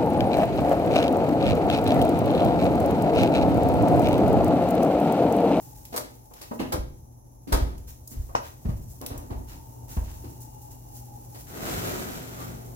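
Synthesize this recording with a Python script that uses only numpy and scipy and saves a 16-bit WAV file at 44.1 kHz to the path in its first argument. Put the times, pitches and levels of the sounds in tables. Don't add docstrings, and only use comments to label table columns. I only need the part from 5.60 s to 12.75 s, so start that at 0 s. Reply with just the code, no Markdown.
import sys
import numpy as np
from scipy import signal
from scipy.fft import rfft, irfft
from scipy.io import wavfile

SR = 44100
rng = np.random.default_rng(int(sys.argv[2]) if len(sys.argv) > 2 else 0)


def put_to_file(sound):
    columns = np.atleast_2d(sound).T
    safe = np.clip(columns, -1, 1)
    whole_steps = np.round(safe * 32767)
    wavfile.write(sys.argv[1], SR, whole_steps.astype(np.int16))


N = 315315
TIME = np.arange(N) / SR
FREQ = np.arange(N // 2 + 1) * SR / N + 1e-3
BAND_EDGES = [20, 450, 1200, 4500, 20000]


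def undb(db):
    return 10 ** (np.asarray(db) / 20)


def unit(x):
    return x / np.sqrt(np.mean(x ** 2))


def over_time(table):
    times, *columns = np.transpose(table)
    return [np.interp(TIME, times, column) for column in columns]


def over_pitch(points, hz=FREQ):
    point_hz, values = np.transpose(points)
    return np.interp(np.log(hz), np.log(point_hz), values)


def shape(x, gain):
    return irfft(rfft(x) * gain, N)


def split(x, colour, edges=BAND_EDGES):
    spectrum = rfft(x) * undb(over_pitch(colour))
    bands = [1 / np.sqrt((1 + (lo / FREQ) ** 12) * (1 + (FREQ / hi) ** 12))
             for lo, hi in zip(edges, edges[1:])]
    return [unit(irfft(spectrum * band, N)) for band in bands]


def noise():
    return rng.standard_normal((2, N))


def coloured_noise(colour):
    return unit(shape(noise(), undb(over_pitch(colour))))


def narrow_noise(hz, width_hz):
    return unit(shape(noise(), 1 / (1 + ((FREQ - hz) / width_hz) ** 2)))


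def grains(per_second, spread_db):
    contacts = noise() * (rng.random(N) < per_second / SR)
    return contacts * undb(spread_db * np.minimum(rng.exponential(size=N), 4))


def wander(rate):
    return unit(shape(rng.standard_normal(N), np.exp(-(FREQ / rate) ** 2)))


def add(track, start_s, sound):
    i = max(int(start_s * SR), 0)
    track[..., i:i + sound.shape[-1]] += sound[..., :N - i]


def blows(times, levels_db, fades_s, rise_s):
    out, t = np.zeros(N), TIME[:SR // 2]
    for start, db, fade in zip(times, levels_db, fades_s):
        add(out, start, undb(db) * (1 - np.exp(-t / rise_s)) * np.exp(-t / fade))
    return out


def strikes(times, levels_db):
    out = np.zeros((2, N))
    for start, db in zip(times, levels_db):
        add(out[0], start, undb([db]))
        add(out[1], start + rng.integers(4, 12) / SR, undb([db]))
    return out


def ring(modes):
    t = TIME[:SR]
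    return sum(undb(db) * np.sin(2 * np.pi * hz * t) * np.exp(-np.log(1000) * t / ring_s)
               for hz, db, ring_s in modes)


def resonances(modes):
    return sum(undb(db) / (1 + 1j * (FREQ ** 2 - hz ** 2) / (FREQ * width)) for hz, width, db in modes)


def follow(control_db, slope):
    return undb(slope * (control_db - control_db.max()))


def landings(rows, colour, rise_s, band_db):
    times, level, bass, treble, fades = np.transpose(rows)[:5]
    levels = bass, level, level + 0.55 * treble, level + treble
    bands = split(grains(9000, spread_db=1.2), colour)
    return sum(band * blows(times, db + trim, fades, rise_s)
               for band, db, trim in zip(bands, levels, band_db))


def oven(mains_hz=120, steady_tone=0.68):
    # time in seconds, level in dB.
    hum_levels = [(0.0, -53.5), (0.84, -62.5), (1.23, -49), (1.43, -56), (5.34, -48), (5.87, -53),
                  (7.15, -45.5)]
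    whirr_levels = [(0, -64.5), (.7, -63.5), (1.45, -76), (2.9, -85), (3.9, -61), (4.2, -62.5), (5.62, -56),
                    (5.85, -68)]
    # time in seconds, pitch in Hz.
    whirr_pitches = [(2.5, 850), (3.9, 900), (4.6, 883.6), (5.3, 821), (6.4, 863)]
    # frequency in Hz, level in dB.
    hiss_colour = [(700, -38), (1300, -12), (2000, -16), (4500, -22), (6000, 6), (7500, -8), (9000, -44),
                   (10800, 11), (12300, -3), (14000, -8.5), (16000, -17)]
    mains_phase = 2 * np.pi * mains_hz * TIME
    hum = unit(np.sin(mains_phase) + undb(-15) * np.sin(2 * mains_phase))
    hum *= undb(over_time(hum_levels)[0] + 2 + 1.5 * wander(6))
    flutter = steady_tone + narrow_noise(0, width_hz=41)
    fan_phase = 2 * np.pi * np.cumsum(over_time(whirr_pitches)[0]) / SR
    whirr = unit(flutter * np.sin(fan_phase)) * undb(over_time(whirr_levels)[0])
    hiss = coloured_noise(hiss_colour) * undb(-69.5)
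    return hum * np.array([[1], [0.6]]) + whirr + hiss


def room_rumble():
    # time in seconds, level in dB.
    levels = [(0, -47), (.7, -53.5), (1.45, -53), (2.9, -51), (3.9, -46), (4.6, -45.5), (5.2, -49),
              (7.15, -46.5)]
    # frequency in Hz, level in dB.
    colour = [(20, -40), (30, -28), (45, -1.5), (70, -7), (125, -7.5), (160, -14), (200, -22), (290, -17),
              (450, -26), (650, -27.5), (880, -25.5), (1050, -36.5), (1500, -52.5), (3000, -67)]
    return coloured_noise(colour) * undb(over_time(levels)[0] + wander(13))


def cloth():
    # frequency in Hz, level in dB.
    colour = [(710, 22), (1200, -7), (2110, -11.5), (2830, -11), (3150, -13), (4600, -13), (5710, -6),
              (7020, -3), (8440, -6.5), (15200, 1), (16000, -4.5)]
    # time in seconds, level in dB.
    rustle_levels = [(0.0, -52.5), (0.64, -61), (1.0, -58), (1.31, -65), (1.63, -70), (2.62, -59),
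                     (4.26, -59), (4.51, -53.5), (5.02, -58), (5.8, -54.5)]
    # start in seconds, treble in dB, middle in dB, seconds to the peak.
    swishes = [(0.74, -64, -56.5, .04), (0.929, -52.5, -67, 0.018), (2.265, -44.5, -56.5, 0.027),
               (2.495, -44.5, -94, 0.023), (2.817, -51, -48.5, 0.033), (3.273, -54.5, -92, 0.041),
               (3.867, -53, -52.5, .042), (4.27, -45, -53.5, 0.048), (4.43, -66, -56, 0.056),
               (4.799, -46.5, -87, 0.016), (5.01, -49.5, -77, 0.015), (5.102, -50, -68, .015),
               (5.332, -49, -71, 0.031), (5.785, -50, -58.5, 0.016)]
    middle, treble = split(grains(7000, spread_db=0.42), colour, BAND_EDGES[2:])
    rustle_db = over_time(rustle_levels)[0] - 2 + 1.46 * wander(33)
    out = (treble + undb(-17) * middle) * undb(rustle_db)
    for start, treble_db, middle_db, peak_s in swishes:
        age = np.maximum(TIME - start, 0) / peak_s
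        swell = (age * np.exp(1 - age)) ** 2.3
        out += (undb(treble_db - 6) * treble + undb(middle_db - 6) * middle) * swell
    return out


def ticks():
    # start in seconds, snap in dB, chatter in dB, lowest frequency in Hz.
    events = [(0.253, -25, -41.5, 1480), (0.737, -35, -43, 1500), (2.179, -45, -47.5, 1500),
              (2.475, -29, -36.5, 5160), (3.415, -21, -46, 3000), (3.4622, -21, -29.5, 1500),
              (3.5779, -22, -38, 6000)]
    # frequency in Hz, level in dB.
    colour = [(800, -40), (2000, -5), (4000, -4.5), (5400, -1), (7500, -1.5), (9000, -3), (12000, 3.5),
              (16000, 1)]
    out, hiss = np.zeros((2, N)), noise()
    for start, snap_db, chatter_db, lowest_hz in events:
        snap = strikes([start], [snap_db + 2])
        chatter = hiss * blows([start], [chatter_db + 2], fades_s=[0.005], rise_s=0.0011)
        low_cut = signal.butter(4, lowest_hz, "highpass", fs=SR, output="sos")
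        out += signal.sosfilt(low_cut, snap + chatter)
    return shape(out, undb(over_pitch(colour)))


def board_knocks(ring_s=0.067):
    # start in seconds, level in dB, bass in dB, treble in dB above the level,
    # fade in seconds, the board's pitch in Hz.
    knocks = [(0.324, -42, -42, -1, 0.053, 697), (0.34, -29, -40.5, -30, 0.016, 457),
              (0.709, -44.5, -56, -27, 0.021, 245), (0.812, -42.5, -49, 4.5, 0.02, 307),
              (0.911, -27, -31, -27, 0.015, 235), (0.996, -29, -24.5, -12.5, 0.026, 251),
              (1.872, -47, -36.5, -3, 0.072, 285), (1.93, -37, -28.5, -8, 0.037, 330),
              (2.513, -56, -46, 0.5, 0.079, 234), (2.689, -42, -65, -33, 0.028, 231),
              (3.048, -41, -36, -16, 0.034, 240), (3.087, -40.5, -54, -12.5, 0.018, 244),
              (3.41, -38, -41, -17, 0.04, 307), (3.501, -41.5, -43.5, -14.5, 0.079, 440),
              (3.702, -37.5, -37, -18, 0.034, 267), (4.367, -32.5, -49, -19, 0.016, 330.5),
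              (4.64, -49, -38.5, -3, 0.025, 354), (5.745, -44.5, -48, -1.5, 0.023, 334)]
    # frequency in Hz, level in dB.
    colour = [(100, -5), (170, -4.5), (255, 4), (350, -3.5), (450, -11), (700, -14.5), (1000, -18),
              (1400, -25), (1700, -22.5), (2750, -24.5), (3400, -31), (4300, -33), (6000, -37.5),
              (8600, -39.5), (11500, -36.5), (16000, -38)]
    out = landings(knocks, colour, rise_s=0.0043, band_db=(-2.5, -5, -10, -3))
    for start, _, bass_db, _, _, hz in knocks:
        placement = np.array([[1], [rng.uniform(-1.5, 1)]])
        add(out, start, ring([(hz, bass_db + 0.5, ring_s)]) * placement)
    return out


def sole_slaps(flat_lag_s=0.014, edge_fade_s=0.019):
    # start in seconds, bass in dB, the edge's level and extra treble in dB,
    # the flat's level and extra treble in dB, the flat's fade in seconds.
    slaps = [(0.36, -49, -38.5, 11.5, -28, -3.5, 0.0083), (1.121, -26.5, -24.5, -5, -27, -31, 0.021),
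             (1.922, -31.5, -19, -8.5, -33, -13.5, 0.081)]
    # frequency in Hz, level in dB.
    colour = [(82, -28), (140, 7), (212, -13.5), (309, -0.5), (377, -5), (572, -0.5), (885, -2),
              (977, -6.5), (1220, -10.5), (1540, -16.5), (2850, -23), (3210, -22), (14500, -15),
              (16000, -24)]
    # pitch in Hz, level in dB, ring time in seconds.
    board_tones = [(377, -7, 0.25), (591, -3.5, 0.21), (797, -33, 0.12), (1310, -25, .15)]
    contacts = []
    for start, bass_db, edge_db, edge_treble, flat_db, flat_treble, fade in slaps:
        contacts.append((start, edge_db, bass_db - 3, edge_treble, edge_fade_s))
        contacts.append((start + flat_lag_s, flat_db, bass_db, flat_treble, fade))
    smack = landings(contacts, colour, rise_s=0.0032, band_db=(-2.5, -9, -7, -2))
    times, levels_db = np.transpose(contacts)[:2]
    hits = strikes(times, levels_db - 10)
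    return smack + signal.fftconvolve(hits, ring(board_tones)[None], axes=1)[:, :N]


def metal_rattle(start_s=0.99):
    # pitch in Hz, width in Hz, level in dB.
    metal_tones = [(1210, 83, 0), (1766, 220, -5), (2120, 220, -5), (2680, 240, -2)]
    chatter = unit(shape(grains(4000, spread_db=1), resonances(metal_tones)))
    return chatter * blows([start_s], levels_db=[-42], fades_s=[0.045], rise_s=0.0012)


def floor_bend(db, hz):
    cycles = TIME[:SR // 8] * hz
    return -undb(db) * np.sin(2 * np.pi * cycles) * cycles / 0.34 * np.exp(1 - cycles / 0.39)


def floor_thuds(tap_lead_s=0.00583, rebound_s=0.0364):
    # start in seconds, heel level in dB and pitch in Hz, seconds until the
    # ball lands, ball level in dB and pitch in Hz, hardness of the shoe in dB.
    steps = [(1.138, -31, 71.5, .046, -28.5, 51, -10.5), (1.925, -19, 46.5, .093, -22, 59, -14.5),
             (2.567, -32.5, 54, 0.026, -28, 58, -22), (3.058, -27, 56, .035, -24.5, 92, -3),
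             (3.513, -34.5, 90.5, .063, -37.5, 76, -14), (3.712, -30.5, 87.5, 0.051, -33, 56, -17),
             (4.373, -23, 61.7, 0.092, -39, 66.5, -8.5)]
    # pitch in Hz, level in dB, ring time in seconds.
    floor_tones = [(46, -3, 0.24), (52.4, -16, 1), (88, -2, 0.69), (111, -12, 0.24), (143, -24, 0.2),
                   (236, 22, 0.23)]
    push = np.zeros(N)
    for start, heel_db, heel_hz, roll_s, ball_db, ball_hz, hard_db in steps:
        for when, db, hz in ((start, heel_db, heel_hz), (start + roll_s, ball_db, ball_hz)):
            add(push, when - tap_lead_s, floor_bend(db + hard_db, hz=154.6))
            add(push, when, floor_bend(db, hz))
            add(push, when + rebound_s, floor_bend(db - 10.5, hz=56))
    ringing = signal.fftconvolve(push, ring(floor_tones))[:N] / SR * 50
    mid = undb(4.5) * push + undb(-4) * ringing
    side = undb(-2) * signal.hilbert(mid).imag
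    return np.array([mid, side])


def clack(tock_hz=850, tock_db=-10.5, tock_ring_s=0.0085, side_db=2.5):
    # start in seconds, level in dB.
    touches = [(2.7504, -8), (2.7523, 0.5)]
    # frequency in Hz, level in dB.
    colour = [(120, -34), (200, -4), (259, -8), (491, -3.5), (777, -5.5), (916, -5.5), (1370, -9.5),
              (2290, -22), (2650, -15), (3490, -27), (5840, -18), (8580, -31.5), (14900, -41), (16000, -53)]
    # pitch in Hz, level in dB, ring time in seconds.
    object_tones = [(510, -3, 0.14), (800, -1, 0.26), (900, -2, .28), (950, -7, 0.26), (1250, 1, 0.28),
                    (1360, -4, 0.23), (1460, -8, .2), (2020, -9, 0.22), (2360, -8, 0.25), (5900, -11, 0.2)]
    times, levels_db = np.transpose(touches)
    hits = strikes(times, levels_db)
    snap = undb(-4) * shape(hits, undb(over_pitch(colour)))
    chatter_level = blows(times, levels_db - 32, fades_s=[0.023] * len(times), rise_s=0.00023)
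    tones = undb(-50.5) * ring(object_tones) + ring([(tock_hz, tock_db, tock_ring_s)])
    ringing = signal.fftconvolve(hits, tones[None], axes=1)[:, :N]
    return coloured_noise(colour) * chatter_level + (snap + ringing) * np.array([[1], [undb(side_db)]])


def whine(peak_s=4.83, swell_s=0.75):
    swell = np.exp(-((TIME - peak_s) / swell_s) ** 2)
    return narrow_noise(hz=2836, width_hz=38) * undb(-80.5) * swell


def wire_resonances(count=26, low_hz=966, high_hz=4390, width_hz=47):
    pitches = np.geomspace(low_hz, high_hz, count) * np.exp(0.032 * rng.standard_normal(count))
    return resonances([(hz, width_hz, -6 * np.log(hz / low_hz)) for hz in pitches])


def rack_scrape(song_hz=368):
    # time in seconds, scrape in dB (from pressure), hiss in dB (from speed).
    pull = [(5.86, -57, -60), (5.874, -62, -55.5), (5.916, -45.5, -51.5), (6.05, -38, -42),
            (6.154, -39.5, -40), (6.28, -36, -40.5), (6.704, -48, -51), (6.822, -44, -49),
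            (7.15, -53.5, -69.5)]
    # frequency in Hz, level in dB.
    colour = [(18, -39), (30, -4), (109, 4.5), (259, -7), (295, -9), (364, -0.5), (512, -6), (684, -6),
              (962, -19), (1910, -24), (4650, -30), (7270, -22.5), (8980, -28.5), (14800, -20.5),
              (16000, -33)]
    # pitch in Hz, width in Hz, level in dB.
    rack_tones = [(228, 12, 7), (263, 32, 6.5), (337, 16, 2), (371, 28, -3), (430, 20, -6), (600, 9.3, -15),
                  (710, 28, -15), (770, 26, -6), (1170, 14, -20), (1350, 21, -26), (2030, 60, -17.5)]
    scrape_db, hiss_db = over_time(pull)
    slips = grains(6000, spread_db=0.37) * undb(wander(36))
    low, middle, high, top = split(slips, colour, edges=[30, 170, 1200, 4500, 20000])
    rack_ring = unit(shape(slips, resonances(rack_tones)))
    wire_ring = unit(shape(slips, wire_resonances()))
    body = (undb(-4.5) * middle + undb(-10) * rack_ring) * undb(scrape_db)
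    rasp = (undb(-47.5) * high + undb(-57.5) * wire_ring) * follow(hiss_db, slope=1.08)
    rumble = low * undb(-44 + 3 * wander(7.8)) * follow(scrape_db, slope=0.65)
    hiss = top * undb(hiss_db - 3)
    pitch = song_hz * (1 + 0.013 * wander(23.3))
    phase = 2 * np.pi * np.cumsum(pitch) / SR
    song_level = undb(-38 + 2 * wander(16)) * follow(scrape_db, slope=2.3)
    song = song_level * np.array([np.sin(phase), 0.39 * np.cos(phase)])
    fade_in = np.clip((TIME - pull[0][0]) / 0.011, 0, 1)
    return (body + rasp + rumble + hiss + song) * fade_in


def pan_squeal(peak_s=6.82, swell_s=0.05):
    swell = np.exp(-((TIME - peak_s) / swell_s) ** 2)
    return narrow_noise(hz=1190, width_hz=90) * undb(-55.5) * swell


def kitchen_echo(sound, build_up_s=0.0066):
    # frequency in Hz, seconds to drop 60 dB.
    ring_times = [(100, 0.92), (300, 0.62), (1000, 0.38), (3000, 0.46), (7000, 0.34), (14000, 0.22)]
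    t, response = TIME[:SR], np.zeros((2, SR))
    hz = np.arange(SR // 2 + 1) + 1.0
    spectrum = rfft(rng.standard_normal((2, SR)))
    for band_hz, ring_s in ring_times:
        share = over_pitch([(f, float(f == band_hz)) for f, _ in ring_times], hz)
        response += irfft(spectrum * share, SR) * np.exp(-np.log(1000) * t / ring_s)
    response *= 1 - np.exp(-t / build_up_s)
    response /= np.sqrt(np.sum(response ** 2) / 2)
    return signal.fftconvolve(sound, response, axes=1)[:, :N]


def scene():
    # frequency in Hz, gain of the side in dB.
    width = [(60, -12), (110, -15.5), (200, -1.5), (380, -1), (700, 2.5), (1290, 6.5), (2400, 3.5),
             (4400, 3.5), (8000, 2), (15000, 1)]
    # a sound, how strongly it echoes in dB.
    sources = [(cloth(), -8), (ticks(), -4), (board_knocks(), -5), (sole_slaps(), -8),
               (metal_rattle(), -7.5), (floor_thuds(), -12.5), (clack(), -11.5),
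               (rack_scrape(), -5), (pan_squeal(), -7.5)]
    echo = kitchen_echo(sum(sound * undb(echo_db) for sound, echo_db in sources))
    mid, side = oven() + room_rumble() + whine() + sum(sound for sound, _ in sources) + echo
    side = shape(side, undb(over_pitch(width)))
    return np.array([(mid + side) * undb(0.25), (mid - side) * undb(-0.25)])


def record(dry):
    dry = signal.sosfilt(signal.butter(3, 27, "highpass", fs=SR, output="sos"), dry)
    return signal.sosfilt(signal.ellip(10, 0.2, 70, 16000, fs=SR, output="sos"), dry)


dry = scene()
out = record(dry)
put_to_file(out)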